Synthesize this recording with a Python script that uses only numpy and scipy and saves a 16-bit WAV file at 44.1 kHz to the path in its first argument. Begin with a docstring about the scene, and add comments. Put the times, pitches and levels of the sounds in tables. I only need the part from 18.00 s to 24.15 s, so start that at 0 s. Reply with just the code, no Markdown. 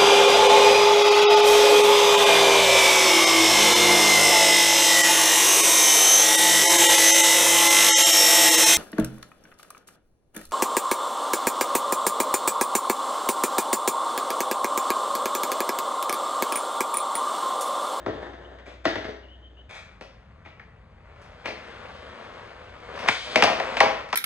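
"""Two skateboard tries heard from a garage. First, out on the driveway, a board rolls, slaps and clatters
over a machine's hum and a bird. Then, indoors, shoes step on, wheels roll, the tail pops and the board lands.
Blows are noise cracks with ringing modes; wheels and soles are coloured random knocks; the bird is gliding
sines. Patches of fading noise make the garage's echo, and a microphone pair turns it all into stereo."""
import sys
import numpy as np
from scipy import signal
from scipy.fft import rfft, irfft, next_fast_len
from scipy.io import wavfile

SR = 44100
rng = np.random.default_rng(int(sys.argv[2]) if len(sys.argv) > 2 else 0)


def wav_record(signal):
    """Record a signal, one row per channel, as 16-bit PCM in the file named by sys.argv[1]."""
    frames = np.transpose(np.atleast_2d(signal))
    bounded = np.clip(frames, -1, 1)
    # unit amplitude maps onto the largest positive 16-bit level
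    quanta = np.round(bounded * 32767).astype(np.int16)
    wavfile.write(sys.argv[1], SR, quanta)


N = 271215
TIME = np.arange(N) / SR   # seconds

# Low background noise outdoors and in. Each row: frequency in Hz, relative level in dB per Hz.
YARD_COLOUR = [(20, -24), (45, -12), (90, 7), (150, -8), (300, -5.5), (700, -24), (2400, -29), (3400, -25),
               (5000, -38), (6500, -41), (10000, -58)]
INDOOR_COLOUR = [(20, -21), (35, -12), (50, 1), (85, 0), (130, -6), (200, -9.5), (300, -22.5), (700, -23),
                 (2000, -32), (2800, -43), (4500, -42), (5500, -52), (10000, -58)]
# Rolling strength as the board's speed rises and falls. Each row: time in seconds, relative level in dB.
DRIVEWAY_ROLL = [(0.0, -47), (0.21, -46), (0.45, -49.5), (0.678, -51), (0.84, -48.5)]
GARAGE_ROLL = [(1.69, -55.5), (1.95, -59), (2.2, -59.5), (2.9, -60.5), (3.2, -51), (3.42, -48), (3.67, -44),
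               (4.25, -43.5), (4.75, -48)]
# Colour of rolling on each ground, and of crushed grit. Each row: frequency in Hz, relative level in dB per Hz.
DRIVEWAY_COLOUR = [(130, -3), (220, -12), (350, -2.5), (470, -4), (620, -1), (900, -11), (1250, -13.5),
                   (1800, -10), (2300, -25.5), (3000, -25.5), (3700, -23), (4500, -50), (6000, -42)]
SLAB_COLOUR = [(130, -16), (235, -5), (295, -11.5), (490, 0.5), (600, -1), (830, -6.5), (1120, -3),
               (1500, -6), (2200, -10), (2900, -17), (3600, -25.5), (4600, -41.5), (6000, -37.5)]
GRIT_COLOUR = [(2000, -6.5), (3200, 11), (4600, 4), (6500, -8), (9000, -12.5), (11000, -22), (13500, -39)]
# The blows on concrete. Each row: start in seconds, relative level in dB, weight behind the blow in dB,
# highest frequency in Hz, deck ring in dB, ring length as a multiple of the usual, favoured frequency in Hz,
# its lift in dB, share that reaches the walls in dB.
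BLOWS = [(.0615, -16.5, 7, 1250, -3.5, 1, 1050, 5, -3), (.079, -21.5, 8, 800, 1, 1, 560, 4, -4),
         (.089, -22, 11, 750, -5, 1, 560, 4, -3), (.144, -29, 7, 700, -2, 1, 500, 3, -5),
         (.225, -34.5, 2, 1500, -3, .7, 1750, 2, -6), (.266, -35, 2, 1400, -3, .7, 1700, 1, -6),
         (.303, -35, 1, 900, -1, .8, 650, 4, -6), (.333, -33, 5, 1800, -3, .7, 1800, 0, -5),
         (.586, -37, -2, 1600, -3, .7, 1750, 2, -6), (.672, -36, 6, 1300, -3, 1.2, 420, 3, 0),
         (.853, -8.5, -4, 3400, -6, .9, 1450, 0, -2), (.859, -12.5, 2.5, 1000, -6, 1, 295, 4, -4),
         (.9555, -19, 4, 2600, -3, 1, 1864, 0, -2), (.976, -27, 7, 900, -2, 1, 420, 5, -3),
         (1.044, -24.5, 9, 2200, -4, 1, 1850, 2, -3), (1.082, -27, 11, 2000, -7, 1.2, 520, 2, -2),
         (2.0095, -30.5, 2, 4500, -5, .9, 480, 1, -2), (2.459, -34, -1, 1100, -4, .8, 2300, 6, -1),
         (2.595, -31, -19, 700, -1, .8, 1900, 11, -5), (3.216, -47, -40, 12000, -15, 1, 11000, 4, 0),
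         (3.4535, -25, 3, 2000, -6, 1, 500, 5, -1), (3.457, -20, -10, 5500, -13, .6, 2100, 7, -2),
         (3.479, -26, 2, 2200, -5, 1.3, 480, 10, 0), (4.957, -35, -22, 9000, -10, 1, 1100, 1, 1.5),
         (4.99, -27, -24, 9000, -11.5, 1, 1800, 1, 0), (5.039, -25, -18, 3500, -7.5, 1, 1500, 0, -1),
         (5.0852, -.5, -21, 3500, -15, .5, 2200, 1, -15), (5.0858, -8.5, -13, 1200, -12, .5, 950, 7, -14),
         (5.086, -27, 13, 400, -23, 1, 120, 1, -14), (5.3576, -2.5, -6, 6000, -8, .9, 2250, 2, -5.5),
         (5.361, -10, -4, 800, -2, 1, 620, 6, -5), (5.3735, -14, 0, 2200, -3, 1.1, 680, 3, -3),
         (5.423, 0, -5, 4200, -5, .9, 2600, 2, -6.5), (5.437, -2.5, -4.5, 10000, -5, .7, 660, 3, -7),
         (5.473, -12.5, -3, 3000, -2, 1, 700, 0, -6), (5.497, -14.5, .5, 2200, -1, 1.2, 640, 4, -5),
         (5.599, -13, -9, 2800, -3, .5, 2100, 1, -8), (5.602, -20, -8, 900, 2, .7, 640, 9, -8),
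         (5.768, -12.5, -12, 4000, -15, .5, 2500, 3, -5), (5.769, -24, -5, 700, 0, .7, 650, 6, -7),
         (5.8032, -1, -24, 5500, -6, .8, 2050, 3, -7), (5.8055, -3.5, -10, 1400, 2, 1.3, 930, 4, -2),
         (5.83, -12, -1, 1600, 3, 1, 430, 3, -4), (5.858, -16.5, 2, 1400, 3, 1, 830, 1, -4),
         (6.088, -34, -17.5, 9000, -5.5, 1, 1600, 1, -4), (6.1275, -10.5, -12.5, 4400, -3, 1, 1044, 2, -1)]
# What the deck and trucks ring with.
# Each row: usual frequency in Hz, relative level in dB, usual time to fade by 60 dB in seconds.
DECK_MODES = [(435, -9, .13), (528, -7, .1), (645, -5, .148), (806, -5.5, .12), (964, -7, .065),
              (1055, -7, .07), (1197, -11.5, .06), (1335, -8, .08), (1630, -16.5, .051), (1835, -6, .0466),
              (1997, -6, .03), (2230, -6.5, .044), (2660, -17, .05), (3484, -12, .085)]
# The whole board bouncing on its wheels under the rider. Each row: the same as for the deck.
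THUMP_MODES = [(92, -24, 0.21), (120, -22, 0.109), (200.5, -11.5, 0.0807), (261.6, -10, 0.06),
               (325.8, -10.5, 0.065), (421.8, -11.5, 0.07)]
# The crack of wood on concrete. Each row: frequency in Hz, relative level in dB per Hz.
CRACK_COLOUR = [(60, -27), (200, -14.5), (400, -1), (700, 8), (1300, -1.5), (2200, 2), (2900, -2),
                (3900, -6.5), (4700, -5.5), (5600, -7), (7000, -19.5), (9000, -21), (11000, -23),
                (13500, -24)]
# A bird outside.
# Each row: start in seconds, length in seconds, base pitch at start and end in Hz, relative level in dB.
CHIRPS = [(0.446, 0.0196, 2970, 2950, -49), (1.223, 0.048, 2900, 2856, -53),
          (1.277, 0.0984, 2850, 3125, -51), (1.417, .073, 3010, 3110, -52), (1.566, 0.058, 2850, 3080, -51)]
# Soles drag over grip tape and floor.
# Each row: start in seconds, rough length in seconds, relative level in dB, highest frequency in Hz.
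SCUFFS = [(.655, .08, -48, 9000), (.84, .01, -40, 9000), (1.69, .068, -43, 12000), (1.744, .05, -42, 12000),
          (2.445, .03, -49, 4500), (3.21, .0386, -55, 9000), (3.442, .015, -40, 3000),
          (5.0742, .013, -20, 9000), (5.083, .0455, -38, 9000), (5.24, .1, -38, 3200),
          (5.347, .008, -30, 4000), (5.772, .0257, -32, 9000)]
# The colour of a dragging sole. Each row: frequency in Hz, relative level in dB per Hz.
SOLE_COLOUR = [(150, -24.5), (600, 3), (1100, -1), (1550, 3.5), (1900, 1), (2150, 2), (2380, 7.5),
               (2900, -9.5), (3500, -1.5), (4300, -12), (6500, -16), (9000, -24), (13000, -37)]
# The way from the driveway in through the open door. Each row: frequency in Hz, gain in dB.
DOORWAY = [(95, 6), (190, -6), (300, 2.5), (420, 2), (520, 4.5), (680, 2), (850, -5.5), (1150, -0.5),
           (1850, 1), (2450, -5), (2900, -1), (3700, 4.5), (5000, -2), (7000, 1.5), (11000, -8.5)]
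# How fast the garage's echo dies. Each row: frequency in Hz, time to fade by 60 dB in seconds.
GARAGE_T60 = [(100, 0.02), (300, .5), (600, 0.4681), (1500, 0.5926), (3000, 0.57), (6000, .5),
              (12000, 0.3645)]
# The colour of that echo. Each row: frequency in Hz, gain in dB.
GARAGE_COLOUR = [(100, -2.5), (300, 0), (600, -.5), (1200, -1.5), (2500, 1), (5000, 3.5), (12000, -0.5)]
# How far the echoes differ between the microphones, for sounds indoors and from outside.
# Each row: frequency in Hz, side level against mid in dB.
APART_INSIDE = [(100, -20), (260, -11), (400, -10.5), (1100, -2.5), (2000, -12), (3200, -8.5), (4500, -9),
                (6000, -3.5), (8000, -6.5), (10000, -5), (12500, -12.5)]
APART_OUTSIDE = [(100, -20), (300, -10), (650, -12), (1100, 3), (1800, -7.5), (2500, -4.5), (7500, -10)]
# How the left microphone leads the right. Each row: frequency in Hz, lead in radians.
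LEFT_LEAD = [(90, 0), (350, -0.48), (750, -1), (1100, 0), (1950, -1.0035), (2800, -1.6728), (3600, -1.47),
             (5000, -2), (5700, -2), (6400, -0.1), (7600, 0.1), (10000, -1.5), (12000, -3)]
# How much louder the left one is. Each row: frequency in Hz, left minus right in dB.
LEFT_LOUDER = [(60, 0.5), (270, 4.5), (650, 3.5), (1000, 2), (2000, 3.5), (2750, 6), (3700, 0.5),
               (4700, 2.6), (5950, -2), (6800, 0), (12600, 0)]

EDIT_S = 1.69   # the driveway gives way to the garage
POP_S, LANDING_S = 5.085, 5.36   # the tail strikes the ground; the board is down again
HUM_HZ, HUM_DB = 60.2, -49.5
STOP_S, IDLE_DB = .8045, -59.5   # on the driveway the board stops and only shifts about
PUSH_S, PUSH_DB = .3026, 16.5   # before the pop the legs press the wheels down harder and harder
AIR_DB = -53   # the wheels run on with no load during the jump
LANDED_DB, BRAKE_S, BRAKE_DB_PER_S = -33, 5.814, 64   # rolling away under the rider, then slowing
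SPRAY_DB, SPRAY_S = -34, .0426   # grit scraped up by the tail
SPIN_DB, SPIN_FADE_DB_PER_S = -44, 2.5   # bearings hiss in the air
JUDDER_DB, JUDDER_RISE_S, JUDDER_FADE_S = -25, .0596, .0932   # wheels chatter on the ground after a blow
PITS_PER_S, PITS_DB = 24, -9.5   # pits and crumbs that make a wheel tick
# Slow wheels crush little grit: rolling level from which all is crushed; dB lost per dB below that.
GRIT_FULL_DB, GRIT_GROWTH = -46, .5
BLOW_DB = -1.5   # all blows together
LOWEST_HZ, WEIGHT_DB_PER_OCTAVE = 300, 10.5   # a weightier blow reaches further into the bass
RATTLE_DB, RATTLE_FOLLOWS = -19.5, .6954   # loose trucks, at a blow of 0 dB; dB per dB of the blow
FAVOUR_Q = 3.1   # the struck spot brings out one region of the deck's modes: its sharpness
CHIRP_ARCH_HZ = 40   # each chirp bulges upward in its middle
MOVE_S = .16   # the board travels far enough in this time to meet a new pattern of echoes
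CUTOFF_HZ = 13000   # top of what the microphones pass


def from_db(db):
    """Turn decibels into gain."""
    return 10 ** (np.asarray(db) / 20)


def rms_one(x):
    """Scale a sound so that its rms level is 1."""
    return x / np.sqrt(np.mean(x ** 2) + 1e-20)


def at_hz(points, hz):
    """Read a table between its rows, with frequency on a log scale."""
    known, values = np.transpose(points)
    return np.interp(np.log(np.maximum(hz, 1)), np.log(known), values)


def coloured(x, spectrum):
    """Filter a sound by a colour table, falling steeply beyond its ends; rms 1."""
    size = next_fast_len(len(x))
    hz = np.fft.rfftfreq(size, 1 / SR) + 1
    below = 1 + (.7 * spectrum[0][0] / hz) ** 6
    above = 1 + (hz / spectrum[-1][0] / 1.2) ** 12
    gain = from_db(at_hz(spectrum, hz)) / np.sqrt(below * above)
    return rms_one(irfft(rfft(x, size) * gain, size)[:len(x)])


def drift(rate):
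    """Wander smoothly between random values picked rate times a second."""
    knots = rng.standard_normal(4000)
    return np.interp(TIME * rate, np.arange(len(knots)), knots)


def add(track, s, sound):
    """Mix a sound into a track from time s on."""
    start = max(round(s * SR), 0)
    track[start:start + len(sound)] += sound[:N - start]


def edit(first, second):
    """Let the first try give way to the second within a hundredth of a second."""
    after = np.clip((TIME - EDIT_S) * 100 + 1, 0, 1)
    return first * (1 - after) + second * after


def ring(modes, t, spread_db, detune, length=1):
    """Struck modes fade as sines; strength and pitch vary with the spot struck and the feet's load."""
    hz, db, t60 = np.transpose(modes)[:, :, None]
    strength, shift = rng.standard_normal((2, len(modes), 1))
    signs = (-1) ** np.arange(len(modes))[:, None]
    level = signs * from_db(db + spread_db * strength)
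    fade = np.exp(-np.log(1000) * t / (t60 * length))
    tone = np.sin(2 * np.pi * hz * (1 + detune * shift) * t)
    return np.sum(level * fade * tone, axis=0)


def grains(per_s, spread_db):
    """Scatter tiny knocks at random times, with random sign and uneven size."""
    sizes = from_db(spread_db * np.minimum(rng.exponential(1, N), 5)) * rng.choice([-1, 1], N)
    return sizes * (rng.random(N) < per_s / SR)


def background(yard_db=-57, indoors_db=-52):
    """A machine hums near the mains pitch in the first try; a dull rumble lies under both."""
    hum = from_db(HUM_DB) * np.sqrt(2) * np.sin(2 * np.pi * HUM_HZ * TIME)
    yard = from_db(yard_db) * coloured(rng.standard_normal(N), YARD_COLOUR)
    indoors = from_db(indoors_db) * coloured(rng.standard_normal(N), INDOOR_COLOUR)
    return edit(hum + yard, indoors)


def driveway_ride(stop_s=.076):
    """Strength of the rolling outside: the board coasts, then stops."""
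    stopped = np.clip((TIME - STOP_S) / stop_s + 1, 0, 1)
    coasting = np.interp(TIME, *np.transpose(DRIVEWAY_ROLL))
    return from_db((1 - stopped) * coasting + stopped * IDLE_DB)


def judder():
    """Strength of the wheels' chatter: it swells and dies after every blow, with none in the jump."""
    power, t = np.zeros(N), np.arange(SR) / SR
    swell = (1 - np.exp(-t / JUDDER_RISE_S)) * np.exp(-t / JUDDER_FADE_S)
    for s, db, *_ in BLOWS:
        add(power, s, (from_db(db + JUDDER_DB) * swell) ** 2)
    on_ground = (TIME < POP_S) | (TIME > LANDING_S)
    return np.sqrt(power) * on_ground


def wheels(ride, hiss, surface, roll_db, judder_db, grit_db, deck_db, bumpy_db):
    """Wheels knock over rough concrete, tick in pits, shake the deck and crush grit; the load wobbles."""
    deck = ring(DECK_MODES, TIME[:SR // 10], spread_db=2.0, detune=.0102)
    shaken = from_db(deck_db) * rms_one(signal.fftconvolve(grains(800, 2.86), deck)[:N])
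    ticks = from_db(PITS_DB) * coloured(grains(PITS_PER_S, 1.42), surface)
    knocks = coloured(grains(2000, 3.316), surface)
    strength = np.hypot(from_db(roll_db) * ride, from_db(judder_db) * judder())
    rumble = strength * (knocks + shaken + ticks)
    crushed = np.minimum(ride / from_db(GRIT_FULL_DB), 1) ** GRIT_GROWTH
    crackle = (from_db(grit_db) * ride * crushed + hiss) * coloured(grains(3000, 3.15), GRIT_COLOUR)
    wobble = from_db(bumpy_db * (drift(35) + drift(9)))
    return (rumble + crackle) * wobble


def crack(t, decay_s, press_s, count=3):
    """Contact noise dies fast; its fine shape is random, its colour that of wood on concrete."""
    press = 1 - np.exp(-t / press_s)
    burst = rng.standard_normal(len(t)) * press * np.exp(-t / decay_s)
    colour = from_db(at_hz(CRACK_COLOUR, np.fft.rfftfreq(len(t), 1 / SR)))
    # imposing the colour smears the burst in time, so colour and shape it by turns
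    for _ in range(count):
        phase = np.angle(rfft(burst))
        burst = irfft(colour * np.exp(1j * phase), len(t)) * press * np.exp(-t / (10 * decay_s))
    return burst / np.sqrt(np.sum(burst ** 2))


def bent(x, corner_hz=900, count=6):
    """Higher bending waves cross the deck faster: all-pass filters delay the body behind the crack."""
    pole = np.exp(-2 * np.pi * corner_hz / SR)
    return signal.sosfilt(np.tile([-pole, 1, 0, 1, -pole, 0], (count, 1)), x)


def blows(crack_s=.0045, spread_s=.01, crack_db=15.5, ring_db=-8.7, thump_db=-6,
          rise_s=.00131, press_s=.0003, rattle_s=.0239):
    """A crack starts each blow, the deck rings and trucks rattle; gives direct sound and feed to the room."""
    direct, sent = np.zeros((2, N))
    t = np.arange(SR // 5) / SR
    hardware = coloured(grains(700, 3.01), CRACK_COLOUR)
    fill = 1 - np.exp(-t / rise_s)   # bending waves take a moment to fill the deck
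    for s, db, weight_db, high_hz, deck_db, length, favoured_hz, lift_db, room_db in BLOWS:
        loose = rng.integers(0, N - len(t))
        deck = ring(DECK_MODES, t, spread_db=1.5, detune=.011, length=length)
        deck *= from_db(ring_db + deck_db)
        # the blow's own level is applied later, hence the minus one
        rattle_gain = from_db(RATTLE_DB + (RATTLE_FOLLOWS - 1) * db)
        rattle = rattle_gain * hardware[loose:loose + len(t)] * np.exp(-t / rattle_s)
        thump = from_db(thump_db + weight_db) * ring(THUMP_MODES, t, spread_db=1.0, detune=.0213) * fill
        # a soft contact lacks treble, a light one lacks bass
        low_hz = LOWEST_HZ * 2 ** (-weight_db / WEIGHT_DB_PER_OCTAVE)
        softness = signal.butter(1, min(high_hz, .45 * SR), fs=SR, output="sos")
        lightness = signal.butter(2, low_hz, "high", fs=SR, output="sos")
        touch = np.vstack([softness, lightness])
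        # the walls get the crack from every side of the board, spread over a longer time
        for track, decay_s, level_db in (direct, crack_s, db), (sent, spread_s, db + room_db):
            contact = from_db(crack_db) * crack(t, decay_s, press_s) + fill * (deck + rattle)
            blow = bent(signal.sosfilt(touch, contact) + thump)
            favoured = signal.lfilter(*signal.iirpeak(favoured_hz, FAVOUR_Q, fs=SR), blow)
            add(track, s, from_db(level_db + BLOW_DB) * (blow + from_db(lift_db) * favoured))
    return np.array([direct, sent])


def from_outside(x):
    """The ground and the doorway colour sound that comes in from the driveway."""
    size = next_fast_len(N + SR // 10)
    gain = from_db(at_hz(DOORWAY, np.fft.rfftfreq(size, 1 / SR)))
    return irfft(rfft(x, size) * gain, size)[:, :N]


def garage(x, build_s=.00615):
    """Echoes build up and die band by band, in a new pattern every MOVE_S; both microphones share most."""
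    t = np.arange(SR // 2) / SR
    hz = np.fft.rfftfreq(len(t), 1 / SR)
    # overlapping bands, each one full at its own row and silent at the others
    bands = np.array([at_hz([(band, band == centre) for band, _ in GARAGE_T60], hz)
                      for centre, _ in GARAGE_T60])
    bands = bands * from_db(at_hz(GARAGE_COLOUR, hz))
    fades = np.array([np.exp(-np.log(1000) * t / t60) for _, t60 in GARAGE_T60])
    fades = fades * (1 - np.exp(-(t / build_s) ** 2)) / np.sqrt(SR / 20)
    inside, outside = from_db(at_hz(APART_INSIDE, hz)), from_db(at_hz(APART_OUTSIDE, hz))
    mid, side = np.zeros((2, N))
    for s in np.arange(0, N / SR + MOVE_S, MOVE_S):
        # each piece of sound overlaps its neighbours
        here = np.abs(TIME - s) < MOVE_S
        piece = x[here] * np.cos(np.pi / 2 * (TIME[here] - s) / MOVE_S)
        for track, share in (mid, 1), (side, outside if s < EDIT_S else inside):
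            noise = rfft(rng.standard_normal(len(t)))
            response = np.sum(irfft(noise * share * bands, len(t)) * fades, axis=0)
            add(track, s - MOVE_S, signal.fftconvolve(piece, response))
    return np.array([mid + side, mid - side])


def bird(trill_hz=62, swing_hz=110, waver_hz=35, rasp_db=2.2):
    """Sines glide in arched chirps, with a quick trill in pitch and a slight rasp in level."""
    out, waver, rasp = np.zeros(N), drift(500), from_db(rasp_db * drift(1200))
    for s, length, start_hz, end_hz, db in CHIRPS:
        on = (TIME > s) & (TIME < s + length)
        t = TIME[on] - s
        arch = np.abs(np.sin(np.pi * t / length))
        glide = start_hz + (end_hz - start_hz) * t / length + CHIRP_ARCH_HZ * arch
        trill = swing_hz * np.sin(2 * np.pi * trill_hz * t)
        hz = glide - trill + waver_hz * waver[on]
        tone = np.sin(2 * np.pi * np.cumsum(hz) / SR)
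        out[on] += from_db(db) * np.sqrt(arch) * rasp[on] * tone
    return out


def shoes():
    """A sole drags in dense small slips; each drag has its own highest frequency."""
    slips, out = coloured(grains(6000, 3.6), SOLE_COLOUR), np.zeros(N)
    for s, length, db, high_hz in SCUFFS:
        moments = [0, .008, .0063 + length, .0171 + length]   # seconds from the start
        pressure = from_db(db) * np.interp(TIME - s, moments, [0, 1, .462, 0])
        lowpass = signal.butter(2, min(high_hz, .45 * SR), fs=SR)
        out += pressure * signal.lfilter(*lowpass, slips)
    return out


def garage_ride(touch_s=.163):
    """Strength of the rolling indoors: run-up, push, jump, landing and slowing."""
    push = PUSH_DB * np.clip((TIME - POP_S) / PUSH_S + 1, 0, 1)
    run_up = np.interp(TIME, *np.transpose(GARAGE_ROLL)) + push
    away = LANDED_DB - BRAKE_DB_PER_S * np.maximum(TIME - BRAKE_S, 0)
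    landed = np.clip((TIME - LANDING_S) / touch_s + 1, 0, 1)
    return from_db(np.where(TIME < POP_S, run_up, (1 - landed) * AIR_DB + landed * away))


def jump_hiss():
    """Strength of the treble from pop to landing: a spray of grit dies away over spinning bearings."""
    t = np.maximum(TIME - POP_S, 0)
    in_air = (t > 0) * (TIME < LANDING_S)
    spray = from_db(SPRAY_DB) * np.exp(-t / SPRAY_S)
    spin = from_db(SPIN_DB - SPIN_FADE_DB_PER_S * t)
    return in_air * (spray + spin)


def scene():
    """Mix board, shoes and bird, direct and through the garage, over the background."""
    struck = blows()
    hits, hits_sent = edit(from_outside(struck), struck)
    driveway = wheels(driveway_ride(), 0, DRIVEWAY_COLOUR, roll_db=1, judder_db=0, grit_db=-20,
                      deck_db=-14, bumpy_db=2.0)
    slab = wheels(garage_ride(), jump_hiss(), SLAB_COLOUR, roll_db=-.3758, judder_db=-1, grit_db=-14.5,
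                  deck_db=-15.5, bumpy_db=.56)
    wheels_and_shoes = edit(driveway, slab) + shoes()
    chirps = bird()
    echo = garage(from_db(2) * hits_sent + from_db(-1) * wheels_and_shoes + from_db(-8) * chirps)
    return hits + from_db(-2) * wheels_and_shoes + from_db(-1) * chirps + echo + background()


def record(dry):
    """The microphone pair differs in phase and level; high peaks are rounded and the top is cut."""
    size = next_fast_len(N + SR // 10)
    hz = np.fft.rfftfreq(size, 1 / SR)
    # half of the difference goes to each side, in opposite directions
    half = from_db(at_hz(LEFT_LOUDER, hz) / 2) * np.exp(.5j * at_hz(LEFT_LEAD, hz))
    pair = irfft(rfft(dry, size) * np.array([half, 1 / half]), size)[:, :N]
    rounded = pair / (1 + (pair / .92) ** 4) ** .25
    return signal.sosfilt(signal.ellip(10, .1, 80, CUTOFF_HZ, fs=SR, output="sos"), rounded)


dry = scene()
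out = record(dry)
wav_record(out)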